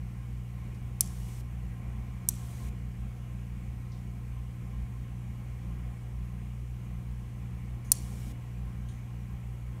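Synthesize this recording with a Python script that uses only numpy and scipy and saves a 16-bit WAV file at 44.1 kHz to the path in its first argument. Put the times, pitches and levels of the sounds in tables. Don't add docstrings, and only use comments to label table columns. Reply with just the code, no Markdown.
import sys
import numpy as np
from scipy import signal
from scipy.fft import rfft, irfft, next_fast_len
from scipy.io import wavfile
from scipy.ndimage import uniform_filter1d

SR = 44100
rng = np.random.default_rng(int(sys.argv[2]) if len(sys.argv) > 2 else 0)


def rack_gain(trim_db):
    fader = np.asarray(trim_db, float)
    return 10 ** (fader / 20)


def unload_audio(sound):
    columns = np.transpose(np.atleast_2d(sound))
    steps = np.round(np.clip(columns, -1, 1) * 32767)
    wavfile.write(sys.argv[1], SR, steps.astype(np.int16))


N = 432178


def read(points, hz):
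    f, value = np.transpose(points)
    return np.interp(np.log(hz + 1), np.log(f + 1), value)


def add(mix, s, sound):
    part = mix[round(s * SR):][:len(sound)]
    part += sound[:len(part)]


def coloured(x, points):
    size = next_fast_len(len(x))
    gain = rack_gain(read(points, np.fft.rfftfreq(size, 1 / SR)))
    return irfft(rfft(x, size) * gain, size)[:len(x)]


def band(x, low_hz, high_hz):
    return signal.sosfilt(signal.butter(4, [low_hz, high_hz], "band", fs=SR, output="sos"), x)


# frequency in Hz, level in dB per Hz.
RUMBLE = [(15, -101), (25, -80), (35, -73.5), (50, -68), (62, -59.5), (75, -68.5), (90, -71.5), (110, -71),
          (150, -74.5), (190, -74.5), (230, -78), (280, -82), (400, -90.5), (600, -95.5)]
# frequency in Hz, level in dB per Hz.
HISS = [(300, -100), (600, -93.5), (1000, -93), (1550, -97.5), (2900, -99.5), (4500, -101), (4900, -103),
        (5600, -99), (9000, -98), (10000, -99), (10450, -104), (11200, -100), (15500, -106), (17000, -110)]
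# frequency in Hz, width in Hz, level in
# dB rms.
RESONANCES = [(56.36, 3.9, -48.5), (69.7, 2.5, -56.5), (88, 2.7, -59), (199.5, 5.1, -61), (210.4, 4.7, -57.5),
              (242.6, 6.5, -66.5), (344.6, 52, -69), (499, 49, -72.5),
              (712, 20, -72), (762, 14, -73), (806, 16, -74.5), (1055, 34, -68.5), (1296, 91, -76),
         (1891, 96, -77), (2234, 15.66, -75.5), (2196, 430, -68), (2410, 110, -76.5), (2887, 94, -77.5),
         (3248, 300, -75.5), (6200, 250, -77.5)]
# frequencies in Hz, then the level of each in dB rms.
WHINE_HZ = [1620, 2889, 3191, 4065, 5110, 6240, 6659, 7158]
WHINE_DB = [-79, -79.5, -83, -88.5, -82, -85.5, -80.5, -81.5]


def flow_power(hz):
    rumble = rack_gain(read(RUMBLE + [(3000, -140)], hz)) ** 2
    hiss = rack_gain(read([(50, -140)] + HISS, hz)) ** 2
    power = rumble + hiss
    whines = [(f, 8, db) for f, db in zip(WHINE_HZ, WHINE_DB)]
    for centre, width, db in RESONANCES + whines:
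        bell = np.exp(-2 * ((hz - centre) / width) ** 2)
        power = power + rack_gain(db) ** 2 * bell / (width * np.sqrt(np.pi / 2))
    return power


def flow():
    patchy_db, swell_db = 0.95, 1.03
    swell_hz = 2500
    size = next_fast_len(N)
    power = flow_power(np.fft.rfftfreq(size, 1 / SR))
    x = irfft(rfft(rng.standard_normal(size)) * np.sqrt(power * SR / 2), size)[:N]
    z = signal.stft(x, nperseg=1024)[2]
    patches = uniform_filter1d(rng.standard_normal(z.shape), size=8, axis=0)
    patches = uniform_filter1d(patches, size=8, axis=1)
    swell = uniform_filter1d(rng.standard_normal(z.shape[1]), size=25)
    share = 1 / (1 + (np.fft.rfftfreq(1024, 1 / SR)[:, None] / swell_hz) ** 2)
    field_db = patchy_db * patches / patches.std() + swell_db * share * swell / swell.std()
    return signal.istft(z * rack_gain(field_db), nperseg=1024)[1][:N]


# multiple of the mains frequency, level in dB rms.
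HUM = [(1, -42.5), (2, -40.5), (3, -51), (5, -69), (6, -74.5), (7, -77.5), (8, -71.5), (13, -86), (15, -78),
       (18, -85), (19, -76.5), (27, -83)]
# frequencies in Hz, then the level of each in dB rms.
ROTOR_HZ = [178.26, 351, 419, 491]
ROTOR_DB = [-59, -74, -80, -78]


def hum():
    mains_hz = 59.991
    lag = 1.3
    t = np.arange(N) / SR
    out = np.zeros(N)
    for k, db in HUM:
        out += rack_gain(db) * np.cos(k * 2 * np.pi * mains_hz * t - lag * (k - 1))
    for hz, db in zip(ROTOR_HZ, ROTOR_DB):
        out -= rack_gain(db) * np.cos(2 * np.pi * hz * t)
    return np.sqrt(2) * out


BUBBLE_HZ = (900, 3200)


def bubbles():
    level_db, per_second, pitches = -69.5, 46, 16
    t = np.arange(1500) / SR
    out = np.zeros(N)
    for hz in np.geomspace(*BUBBLE_HZ, pitches):
        ping = np.sin(2 * np.pi * hz * t * (1 + 3.0 * t))
        ping = ping * np.exp(-t / .006) * np.clip(t / 0.0014, 0, 1)
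        size = rack_gain(3.18 * np.minimum(rng.exponential(1, N), 2))
        born = rng.random(N) < per_second / pitches / SR
        out += signal.oaconvolve(size * born, ping)[:N]
    return rack_gain(level_db) * out


# start in seconds, level in dB, frequency in Hz, time to fall 60 dB in s.
KNOCK = (6.922, -38, 170, .12)


def add_knock(mix):
    s, db, hz, t60 = KNOCK
    t = np.arange(SR // 4) / SR
    add(mix, s, rack_gain(db - 60 * t / t60) * np.sin(2 * np.pi * hz * t) * np.clip(t / 0.012, 0, 1))


# start in seconds, level in dB as heard through the noise reducer,
# lowest Hz, highest Hz, time to fall 60 dB in seconds.
TICKS = [(.744, -64, 3500, 10000, 0.19), (3.917, -58, 3800, 6300, .05), (3.924, -63.5, 3240, 6300, .4),
         (7.845, -63.5, 4020, 13000, 0.3), (7.848, -67, 12200, 12700, 0.092), (7.85, -65, 9150, 9800, .4),
         (7.848, -62, 6000, 7000, 0.52), (7.895, -69.5, 7000, 12000, .1), (8.884, -64.5, 5830, 7350, 0.73),
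         (8.886, -58, 8400, 9600, .12), (8.915, -64, 8400, 9600, .12), (8.886, -64.5, 3000, 4400, 0.25)]


def add_ticks(mix):
    t = np.arange(SR // 2) / SR
    for s, db, low_hz, high_hz, t60 in TICKS:
        x = band(rng.standard_normal(len(t)), low_hz, high_hz)
        rustle = rack_gain(-60 * t / t60)
        click = rack_gain(-8 - 60 * t / 0.026)
        grain = x / x.std() * (rustle + click) * np.clip(t / 0.002, 0, 1)
        add(mix, s, rack_gain(7.5 + db) * grain)


# frequency in Hz, time to fall 60 dB in seconds.
ROOM = [(1000, 0.44), (4000, 0.44), (8000, 0.51), (12000, 0.4), (16000, 0.28)]


def room(length):
    hz, t, z = signal.stft(rng.standard_normal(length), SR, nperseg=256)
    fade = rack_gain(-60 * t / read(ROOM, hz)[:, None])
    tail = signal.istft(z * fade, SR, nperseg=256)[1][:length]
    return tail / np.linalg.norm(tail)


# echo delays in milliseconds, then the level of each in dB.
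FAR_MS = [20, 34, 52, 66]
FAR_DB = [-38, -40, -38, -39]
# frequency in Hz, level in dB.
ROOM_COLOUR = [(1000, 14), (3000, 11.5), (5000, 7.5), (6500, 8.5), (8500, 0.5), (11500, 0), (14000, -8.5),
               (15600, -10.5), (15750, -67)]


def room_answer(out):
    far = rack_gain(-27.5) * room(len(out))
    for ms, echo_db in zip(FAR_MS, FAR_DB):
        burst = rng.standard_normal(300) * np.exp(-np.arange(300) / 80)
        add(far, ms / 1000, rack_gain(echo_db - 16) * burst)
    return coloured(signal.oaconvolve(out[:SR // 100], far)[:len(out)], ROOM_COLOUR)


# frequency in Hz, level in dB, time to fall 60 dB in seconds.
GLASS = [(4386, -21, .02), (5066, -11, .012), (5780, -11.5, .018), (6190, -7, 0.019), (6720, -15, 0.016),
         (6950, -11.5, .022), (7800, -6, 0.0092), (8400, -0.5, 0.014), (9310, -2.5, 0.019),
         (10020, -5.5, 0.014), (11620, -8, .018), (12300, -5, .014), (13600, -6, 0.014),
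         (15300, -12.5, .012)]


def panes(t):
    out = np.zeros(len(t))
    for hz, level, t60 in GLASS:
        out += rack_gain(level - 60 * t / t60) * np.sin(2 * np.pi * (hz * t + rng.random()))
    return out


# frequency in Hz, level in dB per Hz.
SNAP_COLOUR = [(470, -78), (800, -47), (3300, -21), (4260, -13), (6070, -10), (7720, -9), (8760, -2),
               (10500, -10), (13800, -7.5), (15900, -15.5), (16500, -45)]


def scattered(t):
    level_db, t60 = -6, .021
    return coloured(rng.standard_normal(len(t)), SNAP_COLOUR) * rack_gain(level_db - 60 * t / t60)


def walls(length, db):
    first_ms, spread = .22, 1.327
    level_db, fade_db_per_ms = -14.5, 4.7
    ms = first_ms * spread ** np.arange(12)
    paths = np.zeros(length)
    paths[np.round(ms * SR / 1000).astype(int)] = rack_gain(db + level_db - fade_db_per_ms * ms)
    return paths


def crack():
    spike_hz, half_width_s = 9500, .000068
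    port_hz, port_db, port_t60 = 13760, -12, 0.0034
    t = np.arange(-16, 200) / SR
    spike = -np.cos(2 * np.pi * spike_hz * t) * np.exp(-((t - 1e-5) / half_width_s) ** 2 / 2)
    port = rack_gain(port_db - 60 * t / port_t60) * np.cos(2 * np.pi * port_hz * t) * (t > -4e-5)
    return spike - port


def pane_push(t):
    u = (t - .0004) / .00009
    return rack_gain(-23) * (.25 - u) * np.exp(-u ** 2)


def snap(t, ring, db, ring_db, room_db, bright_db):
    tilt = [(4000, -bright_db), (15000, bright_db)]
    paths = coloured(walls(len(t), ring_db), tilt)
    paths[0] = 1
    out = signal.oaconvolve(paths, crack())[:len(t)]
    rise = np.clip((t - .00045) / .0003, 0, 1)
    out = out + rack_gain(ring_db) * rise * coloured(scattered(t), tilt)
    late = rack_gain(room_db) * room_answer(out)
    glass = rack_gain(-13.5 + ring_db) * coloured(ring, tilt)
    return rack_gain(db) * (out + pane_push(t) + rise * (glass + late))


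# start in seconds, peak level in dB.
SNAPS = [
    (1.007895, -2.5),
    (2.288256, -4.2),
    (7.918209, -.9),
]
# glass ring in dB, room in dB, brightness in dB.
CLAW = [
    (0.5, 3.5, -0.5),
    (0, 4, 1),
    (3.5, 3.5, -0.5),
]


def add_snaps(mix):
    t = np.arange(SR // 2) / SR
    ring = panes(t)
    for (s, db), claw in zip(SNAPS, CLAW):
        add(mix, s - 16 / SR, snap(t, ring, db, *claw))


def scene():
    mix = coloured(flow() + hum() + bubbles(), [(15700, 0), (15740, -90)])
    add_knock(mix)
    add_ticks(mix)
    add_snaps(mix)
    return mix[None]


# frequency in Hz, change in dB.
HUSH = [(200, -0.42), (500, -1.5), (2700, -1.5), (3500, -7), (6000, -9.5), (9000, -10), (15000, -8)]


def noise_reducer(x):
    wake_db, hold_s = -33, 0.402
    loud = uniform_filter1d(band(x, 4000, 15000) ** 2, size=44) > rack_gain(wake_db) ** 2
    at = np.arange(N)
    onset = loud & ~np.roll(loud, 200)
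    since = at - np.maximum.accumulate(np.where(onset, at, -N))
    opened = uniform_filter1d(np.roll(since < hold_s * SR, -60) * 1., size=60)
    slow = uniform_filter1d(opened, size=400) * (since > 400)
    opened = np.maximum(opened, slow)
    return opened * x + (1 - opened) * coloured(x, HUSH)


def top_cut(x):
    return signal.sosfilt(signal.butter(12, 16830, fs=SR, output="sos"), x)


def record(dry):
    out = noise_reducer(dry[0])
    out = coloured(out, [(15400, 0), (16000, -8), (16500, -18), (16900, -40), (17200, -90)])
    return top_cut(out[None])


dry = scene()
out = record(dry)
unload_audio(out)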